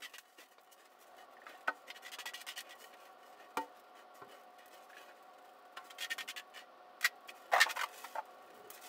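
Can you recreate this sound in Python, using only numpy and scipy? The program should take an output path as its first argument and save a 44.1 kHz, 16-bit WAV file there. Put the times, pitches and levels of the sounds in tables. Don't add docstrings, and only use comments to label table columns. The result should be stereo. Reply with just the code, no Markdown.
import sys
import numpy as np
from scipy import signal
from scipy.fft import rfft, irfft, next_fast_len
from scipy.io import wavfile

SR = 44100
rng = np.random.default_rng(int(sys.argv[2]) if len(sys.argv) > 2 else 0)


def pcm_store(signal):
    levels = np.round(np.clip(np.atleast_2d(signal), -1, 1) * 32767)
    wavfile.write(sys.argv[1], SR, levels.astype(np.int16).T)


N = 391608
TIME = np.arange(N) / SR
SIZE = 16384
FREQ = np.maximum(np.arange(SIZE // 2 + 1) * SR / SIZE, 1)


def amp(db):
    return 10 ** (np.asarray(db) / 20)


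def lowpass(x, hz):
    return signal.sosfilt(signal.butter(2, min(hz, SR / 3), fs=SR, output="sos"), x)


def highpass(x, hz):
    return signal.sosfilt(signal.butter(2, hz, "high", fs=SR, output="sos"), x)


def convolve(x, ring):
    size = next_fast_len(N + SIZE, real=True)
    return irfft(rfft(x.astype("f"), size) * rfft(ring.astype("f"), size), size)[..., :N]


def response(tone, modes=()):
    hz, db = np.transpose(tone)
    smooth = amp(np.interp(np.log(FREQ), np.log(hz), db))
    peaks = 1 + sum(amp(2 * boost) / (1 + (2 * (FREQ - f) / width) ** 2) for f, width, boost in modes)
    cepstrum = irfft(np.log(smooth * np.sqrt(peaks)))
    cepstrum[1:SIZE // 2] *= 2
    cepstrum[SIZE // 2 + 1:] = 0
    return irfft(np.exp(rfft(cepstrum)))


def colour(x, tone, modes=()):
    ring = response(tone, modes)
    return convolve(x, ring / np.linalg.norm(ring))


def curve(rows):
    return amp(np.interp(TIME, *np.transpose(rows)))


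def walk(rate):
    return np.interp(TIME * rate, np.arange(SIZE), rng.standard_normal(SIZE))


def blends(count, rate):
    shares = np.array([walk(rate) for _ in range(count)])
    return shares / np.linalg.norm(shares, axis=0)


def clicks(table):
    out = np.zeros(N)
    for start, db in table:
        out[int(start * SR)] += amp(db)
    return out


def friction(slips_per_s, spread_db, flutter_db):
    sizes = rng.choice([-1, 1], N) * amp(spread_db * np.minimum(rng.exponential(size=N), 3))
    slips = (rng.random(N) < slips_per_s / SR) * sizes
    grain = slips / slips.std() + 0.5 * rng.standard_normal(N)
    grain *= amp(flutter_db * walk(260))
    return grain / grain.std()


def catches(per_s=95, fall_db=10):
    locks_passed = np.cumsum(per_s * amp(4 * walk(per_s))) / SR
    gain = amp(-fall_db * (locks_passed % 1))
    return gain / np.sqrt(np.mean(gain ** 2))


def strokes(table, grain, grip, crest, sag, split_hz):
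    body, treble = np.zeros(N), np.zeros(N)
    crests = np.clip(crest, .01, .95) * np.ones(len(table))
    for (start, length, db, treble_db, *_), peak in zip(table, crests):
        span = slice(int(start * SR), int((start + length) * SR))
        corners = start + length * np.array([0, peak, (1 + peak) / 2, 1])
        force = amp(db) * np.interp(TIME[span], corners, [grip, 1, sag, 0])
        body[span] += force
        treble[span] += force * amp(treble_db)
    low = signal.filtfilt(*signal.butter(2, split_hz, fs=SR), grain)
    return body * low + treble * (grain - low)


def blows(table, scuff_s):
    out, t = np.zeros(N), TIME[:SR // 4]
    for start, db, hz, width in table:
        blow = 0.13 * highpass(rng.standard_normal(len(t)), 650) * np.exp(-t / scuff_s)
        blow[0] += 1
        blow = signal.lfilter(*signal.iirpeak(hz, hz / width, fs=SR), blow)
        first = int(start * SR)
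        out[first:first + len(t)] += amp(db + 19.5) * blow / np.linalg.norm(blow)
    return out


def stereo_noise(count, alike_hz):
    shared = lowpass(rng.standard_normal(count), alike_hz)
    separate = highpass(rng.standard_normal((2, count)), alike_hz)
    return shared + separate + 0.61 * rng.standard_normal((2, count))


# t/s, level/dB
FAN_LEVEL = [(0.0, -65), (0.2, -69.5), (1.4, -59), (5.67, -60), (5.87, -59.5), (7.4, -58)]
# f/Hz, level/dB
FAN_TONE = [(40, -53), (90, -23.5), (150, -21), (240, -4.5), (550, -4.5), (800, -3.5), (1000, 0),
            (1600, -8), (3000, -9), (5000, -16), (7000, -31), (15000, -28)]
# f/Hz, width/Hz, boost/dB
HOUSING_MODES = [(366, 9.4, 6.5), (556, 15.4, 13), (712, 107, 10), (760, 21, 17.5), (1122.7, 16.7, 17.5),
                 (1203, 23, 10.5), (1377, 24, 16), (1480, 28, 12), (1814, 46, 9)]
# f/Hz, level/dB compared with the air
FAN_NOTES = [(414.5, -19), (517.5, -13.5), (619.5, -13.5), (726.5, -4)]
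def fan(growth_db=5, settle_s=3.8):
    air = colour(stereo_noise(N, alike_hz=1660), FAN_TONE, HOUSING_MODES)
    wobbly_time = np.cumsum(1 + 0.0015 * walk(6)) / SR
    hum = sum(np.sqrt(2) * amp(db + 1.3 * walk(8.6)) * np.sin(2 * np.pi * hz * wobbly_time)
              for hz, db in FAN_NOTES)
    growth = amp(-growth_db * np.maximum(1 - TIME / settle_s, 0))
    return (air + hum * growth) * curve(FAN_LEVEL) * amp(1 + .5 * walk(4.6))


# t/s, level/dB
SLIDE_LEVEL = [(0.0, -69), (0.3, -81.5), (0.5, -76), (1.09, -77.5), (1.95, -77.5), (2.27, -103),
               (2.75, -70.5), (3.05, -77.5), (3.5, -80), (3.8, -80), (4.08, -92), (4.3, -77.5), (4.94, -86),
               (5.3, -84), (5.81, -79.5), (6.08, -74), (6.7, -91), (7.37, -76), (7.71, -65), (8.46, -77),
               (8.66, -69.5), (8.88, -68)]
# t/s, length/s, level/dB, treble/dB
HAND_SWEEPS = [(.225, 0.33, -78.5, 12), (.37, 0.1, -54.5, -2), (.505, 0.065, -69, 5),
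               (.712, 0.036, -66.5, 16.5), (.78, 0.069, -60.5, -0.5), (1.008, 0.042, -62, 7.5),
               (1.05, .08, -73.5, 9.5), (1.165, 0.089, -60.5, 0.5), (1.455, 0.16, -55, -7),
               (1.735, 0.11, -78.5, 15), (1.865, 0.068, -55, -5), (2.018, 0.049, -56, 1),
               (2.635, 0.081, -56.5, -9), (2.775, 0.14, -66, 13.5), (2.925, 0.034, -53.5, -15),
               (2.97, 0.18, -63, 1), (3.24, 0.11, -70.5, 8.5), (3.37, 0.13, -57, -7),
               (3.59, 0.083, -57.5, 1), (3.74, 0.093, -66, 1), (3.945, 0.1, -59, -3), (4.14, 0.09, -66, 8),
               (4.28, 0.17, -60, -2.5), (4.58, 0.13, -59.5, -10), (4.7, 0.16, -60.5, 1),
               (4.82, 0.059, -71.5, 11), (4.885, 0.065, -66, 5), (4.94, 0.18, -54.5, -3.5),
               (5.07, 0.064, -59, -13), (5.145, 0.086, -65, -1), (5.222, 0.031, -72, 5.5),
               (5.445, 0.025, -66, 4), (5.84, 0.067, -60, 6), (7.345, 0.092, -63, 5.5),
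               (7.92, 0.3, -56, 7.5), (8.73, 0.045, -60, 15), (8.81, 0.14, -58.5, 11)]
# f/Hz, level/dB
SLIDE_TONE = [(100, -44), (300, 2.5), (800, 0.5), (1900, -0.5), (3000, -0.5), (5000, -6.5), (9000, -11.5),
              (15000, -12.5)]
# f/Hz, width/Hz, boost/dB
STRAND_MODES = [(1460, 40, 3.5), (1860, 84, 11), (2524, 90, 6), (2980, 61, 9)]
def sliding_hair(swells_per_s=22, swell_db=3.5):
    pressure = curve(SLIDE_LEVEL) * amp(6 + swell_db * walk(swells_per_s))
    slide = pressure * friction(400, spread_db=6.5, flutter_db=4)
    grain = friction(1100, spread_db=3.7, flutter_db=1.34)
    sweeps = strokes(HAND_SWEEPS, grain, grip=0.3, crest=0.24, sag=0.48, split_hz=4240)
    return colour(slide + sweeps, SLIDE_TONE, STRAND_MODES)


# t/s, level/dB
STRAND_FLICKS = [(.7213, -44), (1.0131, -39), (2.7183, -47), (2.7866, -42), (3.7978, -38), (4.1485, -43),
                 (4.4184, -59), (4.6594, -34.5), (4.6808, -37), (4.7422, -38), (5.2271, -42), (7.157, -47),
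                 (8.04, -42), (8.255, -38.5), (8.703, -19.5), (8.75, -35)]
# f/Hz, level/dB
FLICK_TONE = [(200, -17), (1500, -11), (4000, -14), (8000, -13.5), (15000, -10)]
def flicking_strands(ticks_per_s=40):
    when = rng.random(N) < ticks_per_s / SR
    ticks = when * curve(SLIDE_LEVEL) * amp(27 + 4.5 * rng.standard_normal(N))
    return colour(clicks(STRAND_FLICKS) + ticks, FLICK_TONE)


# t/s, length/s, level/dB, treble/dB, opening tick/dB added to level, peak/share of length
FINGER_RAKES = [(0.019, 0.053, -43, -1, -10, 0.48), (.135, 0.025, -48.5, 2, -7, 0.95),
                (.183, 0.01, -48, 5, 16.5, .3), (1.674, 0.013, -36.5, -15, -15, 0.4),
                (1.899, 0.007, -40, 3.5, -10, .4), (1.947, 0.033, -48, -4.5, -12, 0.7),
                (2.048, 0.051, -45, -2, -12, .55), (2.118, 0.039, -44.5, 3, 9, 0.45),
                (2.188, 0.038, -44.5, 4, 11, 0.26), (2.2566, 0.055, -44.5, 4, 11, 0),
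                (2.338, 0.034, -47.5, 6.5, 11, 0.23), (2.375, 0.048, -55, 8.5, -15, 0.6),
                (2.467, 0.075, -44, 2.5, 11, 0.1), (2.558, 0.045, -49.5, 8.5, -6, .4),
                (2.691, 0.052, -48.5, -1, -8, 0.2), (5.764, .016, -46, -4.5, -15, 0.8),
                (5.9, 0.021, -44, -2.5, -12, 0.5), (5.983, .035, -48, 3, -13, 0.84),
                (6.005, 0.06, -38, -1, -4, 0.28), (6.099, 0.046, -35, -3, -7, 0.2),
                (6.182, .056, -40.5, -1, 11, 0.2), (6.277, 0.038, -39.5, -0.5, -12, 0.66),
                (6.362, 0.04, -40, -.5, -18, 0.4), (6.539, 0.11, -48, -6, -12, .25),
                (7.284, 0.013, -38.5, -6, -15, 0.47)]
# f/Hz, level/dB
RAKE_TONE = [(60, -37), (140, -37), (250, -6.5), (600, -18), (1100, -1), (1900, 3.5), (3300, 4.5),
             (5000, 0.5), (7000, -4), (10000, -9), (15000, -11)]
# f/Hz, width/Hz, boost/dB
HOLLOW_MODES = [(1840, 33, 18.5), (2850, 790, 7)]
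def raking_fingers():
    scratch = friction(650, spread_db=4, flutter_db=1.6) * catches()
    peaks = [peak for *_, peak in FINGER_RAKES]
    rakes = strokes(FINGER_RAKES, scratch, grip=.72, crest=peaks, sag=0.58, split_hz=2300)
    out = np.zeros(N)
    for shift, share in zip([.95, 1, 1.05], blends(count=3, rate=5.8) ** 2):
        modes = [(hz * shift, width, db) for hz, width, db in HOLLOW_MODES]
        out += colour(rakes * share, RAKE_TONE, modes)
    return out


# t/s, level/dB
SHARP_CLICKS = [(2.415, -30.5), (2.578, -26.5), (2.606, -28), (3.572, -26), (4.968, -50), (5.653, -53),
                (5.92, -54), (6.011, -35), (6.047, -42), (6.132, -33), (6.562, -50), (7.011, -28.5),
                (7.291, -47), (7.302, -38), (7.71, -23.5), (7.837, -35)]
# f/Hz, level/dB
CLICK_TONE = [(60, -18), (250, -19), (900, 2), (1900, 5.5), (4000, 3.5), (7000, 0.5), (15000, -3.5)]
def sharp_clicks():
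    bites = clicks([(start, db + tick_db) for start, _, db, _, tick_db, _ in FINGER_RAKES])
    return colour(amp(9) * (clicks(SHARP_CLICKS) + bites), CLICK_TONE, STRAND_MODES)


# t/s, level/dB, f/Hz, width/Hz
FINGER_TAPS = [(.138, -49, 845, 800), (.583, -53, 700, 600), (1.368, -55, 1770, 200),
               (1.418, -52.5, 1800, 90), (1.467, -41.5, 1240, 70), (1.903, -39.5, 2510, 1500),
               (2.186, -42.5, 955, 700), (2.256, -41.5, 950, 600), (2.336, -45, 1030, 700),
               (2.468, -51, 1100, 700), (4.899, -55, 1640, 150), (4.931, -51, 1780, 179),
               (4.968, -46.5, 1710, 250), (6.182, -39.5, 1390, 1300)]
# f/Hz, level/dB
TAP_TONE = [(60, -20), (140, -20), (300, 3.5), (900, 6), (2000, 9), (4500, 9.5), (7000, -7), (15000, -10)]
def taps():
    return colour(blows(FINGER_TAPS, scuff_s=0.0049), TAP_TONE)


# t/s, length/s, level/dB, treble/dB
SLEEVE_RUBS = [(1.08, 0.4, -63, -24), (1.5, 0.1, -63, 0), (5.785, 0.065, -61, 9)]
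# f/Hz, level/dB
CLOTH_TONE = [(100, -21), (450, -23), (740, 10), (1000, -8), (1500, -4), (4000, -31), (15000, -36)]
def sleeve():
    grain = friction(1500, spread_db=3.7, flutter_db=2)
    rubs = strokes(SLEEVE_RUBS, grain, grip=0.3, crest=0.25, sag=0.7, split_hz=1500)
    return colour(rubs, CLOTH_TONE)


# t/s, level/dB, f/Hz, width/Hz
PANEL_KNOCKS = [(1.681, -33.5, 1170, 1190), (3.571, -31.5, 1090, 2170), (4.217, -51.5, 1060, 600),
                (5.772, -46, 1410, 1200)]
# f/Hz, level/dB
KNOCK_TONE = [(60, -26), (140, -8), (260, 11.5), (480, -8), (640, 9), (950, 9), (1600, 0.5), (2200, -5.5),
              (4500, 1.5), (7000, -16.5), (15000, -10.5)]
# f/Hz, fade time/s, then level/dB at each of the four knocks
PANEL_MODES = [(131, 0.15, -78, -63, -60, -87), (289.5, 0.18, -50.5, -40, -63, -70),
               (380, 0.1, -46, -40, -71, -69), (402, 0.27, -65, -54, -52, -73),
               (495, .3, -55, -43.5, -60, -72), (543, 0.16, -48, -45, -62, -66),
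               (742, 0.18, -44, -37.5, -62, -58), (899, .14, -40, -29, -62, -56),
               (1062, 0.15, -42.5, -46, -52, -49), (1285, 0.018, -15, -53, -53, -36),
               (1370, 0.068, -34, -30, -45, -40), (1516, .063, -23, -31, -47, -38.5),
               (1880, 0.13, -41, -39, -55, -44.5), (2370, 0.034, -52, -32, -56, -47)]
def knocks(attack_s=0.0028):
    out = colour(blows(PANEL_KNOCKS, scuff_s=0.0085), KNOCK_TONE)
    t = TIME[:SR // 2]
    for knock, (start, *_) in enumerate(PANEL_KNOCKS):
        ring = sum(amp(levels[knock] - 60 * t / fade_s) * np.sin(2 * np.pi * (hz * t + rng.random()))
                   for hz, fade_s, *levels in PANEL_MODES)
        first = int(start * SR)
        out[first:first + len(t)] += highpass(ring * np.minimum(t / attack_s, 1), 134)
    return out


# t/s, length/s, level/dB, treble/dB
BODY_THUDS = [(3.19, .2, -88, 7), (3.574, 0.021, -56, 6), (4.213, 0.013, -64, 0), (4.25, 0.033, -67, 0),
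              (6.06, 0.25, -73.5, 12.5), (8.38, 0.39, -73, 13.5)]
# f/Hz, level/dB
THUD_TONE = [(40, -30), (70, -14), (105, 0), (150, -1), (220, -3), (400, -8), (700, -20), (2000, -45),
             (15000, -70)]
# f/Hz, width/Hz, boost/dB
BOOM_MODES = [(96, 12, 3), (245, 50, 8), (394, 40, 17)]
def thuds():
    rumble = strokes(BODY_THUDS, rng.standard_normal(N), grip=0.18, crest=0.74, sag=0.37, split_hz=340)
    return colour(rumble, THUD_TONE, BOOM_MODES)


# t/s, length/s, level/dB, treble/dB
ELASTIC_SLIPS = [(7.025, 0.021, -37.5, 4), (7.042, 0.033, -24, 7), (7.601, 0.058, -28, -18)]
# t/s, level/dB
ELASTIC_CRACKS = [(7.046, -5.5), (7.0535, -25), (7.603, -2.5), (7.6135, 3), (7.627, -5)]
# f/Hz, level/dB
SNAP_TONE = [(60, -40), (170, -42), (350, -26), (650, -18), (1050, -3), (1900, 4), (3000, 1.5), (4400, 0),
             (6000, -7), (9000, -16), (13000, -18), (15500, -20)]
# t/s, length/s, level/dB, treble/dB
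ELASTIC_TUGS = [(7.517, 0.1, -28, 0), (7.656, 0.032, -34.5, -9), (7.688, 0.039, -46, 17.5),
                (7.759, 0.025, -37, 7.5), (7.789, .02, -49.5, 17), (7.809, 0.018, -46.5, 22.5),
                (7.834, 0.0078, -41, 19.5), (8.038, 0.015, -43.5, 5), (8.151, 0.011, -36.5, -4),
                (8.164, 0.02, -38.5, -4), (8.182, 0.027, -41.5, -10)]
# f/Hz, level/dB
TUG_TONE = [(60, -49), (250, -28), (430, -25), (560, -4.5), (880, 2), (1200, -4.5), (1900, -10),
            (2400, -14.5), (5200, -24.5), (9000, -35.5), (15000, -35)]
# f/Hz, width/Hz, boost/dB
RUBBER_MODES = [(880, 80, -2), (1150, 110, -7), (1900, 220, 4), (2550, 120, -3)]
def elastic():
    rip = friction(3000, spread_db=5, flutter_db=2)
    snaps = strokes(ELASTIC_SLIPS, rip, grip=0.35, crest=0.16, sag=0.27, split_hz=11000)
    snaps += clicks(ELASTIC_CRACKS)
    judder = friction(1500, spread_db=2.8, flutter_db=1.8) * catches()
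    tugs = strokes(ELASTIC_TUGS, judder, grip=0.38, crest=0.22, sag=0.56, split_hz=1580)
    return colour(snaps, SNAP_TONE, RUBBER_MODES) + colour(tugs, TUG_TONE, RUBBER_MODES)


# t/s, length/s, level/dB, f/Hz
RUBBER_SQUEAKS = [(7.531, 0.043, -26.5, 1904), (7.039, 0.033, -26.5, 1906), (7.599, 0.049, -25.5, 1798),
                  (7.83, 0.023, -30, 1180), (8.155, 0.014, -46, 897), (8.179, 0.023, -36, 900)]
def squeaks(crest=0.27, pitch_wobble=.02, flutter_db=2.5):
    out = np.zeros(N)
    wobbly_time = np.cumsum(1 + pitch_wobble * walk(500)) / SR
    for start, length, db, hz in RUBBER_SQUEAKS:
        span = slice(int(start * SR), int((start + length) * SR))
        force = np.interp((TIME[span] - start) / length, [0, crest, 1], [0, 1, 0])
        out[span] += np.sqrt(2) * amp(db) * force * np.sin(2 * np.pi * hz * wobbly_time[span])
    return out * amp(flutter_db * walk(400))


def echoes(fade_s, db, alike_hz):
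    t = TIME[:SIZE]
    decay = amp(-60 * t / fade_s) * (t > .0007)
    return amp(db) * stereo_noise(SIZE, alike_hz) * decay / np.linalg.norm(decay)


def room(x, echo_db, patterns, right_db=0):
    out = np.array([x, np.roll(x, 6)])
    for share in blends(patterns, rate=16):
        tiles = highpass(echoes(fade_s=0.056, db=2, alike_hz=1340), 394)
        tail = lowpass(echoes(fade_s=0.23, db=-16.5, alike_hz=606), 2100)
        out = out + amp(echo_db) * convolve(x * share, tiles + tail)
    return out * amp([[0], [right_db]])


def standing_wave(x, hz=515, width_hz=51, db=5.5):
    ring = signal.lfilter(*signal.iirpeak(hz, hz / width_hz, fs=SR), x)
    return amp(db) * np.array([ring, -ring])


def scene():
    hair = sliding_hair() + flicking_strands() + raking_fingers()
    sharp = sharp_clicks()
    struck = taps() + knocks()
    return (fan()
            + room(hair + sharp + sleeve() + thuds() + elastic(), echo_db=0, patterns=7)
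            + room(struck, echo_db=-6, patterns=2, right_db=2.5)
            + standing_wave(struck)
            + room(squeaks(), echo_db=-6, patterns=1, right_db=3))


# f/Hz, level/dB
PHONE_SHADOW = [(300, 0), (560, 0), (780, -5), (1300, -7), (2300, -7.5), (4400, -3), (8000, -1),
                (15000, -1)]
def record(dry, top_hz=15650):
    mics = np.array([dry[0], convolve(dry[1], response(PHONE_SHADOW))])
    return signal.sosfilt(signal.ellip(10, .2, 70, top_hz, fs=SR, output="sos"), mics)


dry = scene()
out = record(dry)
pcm_store(out)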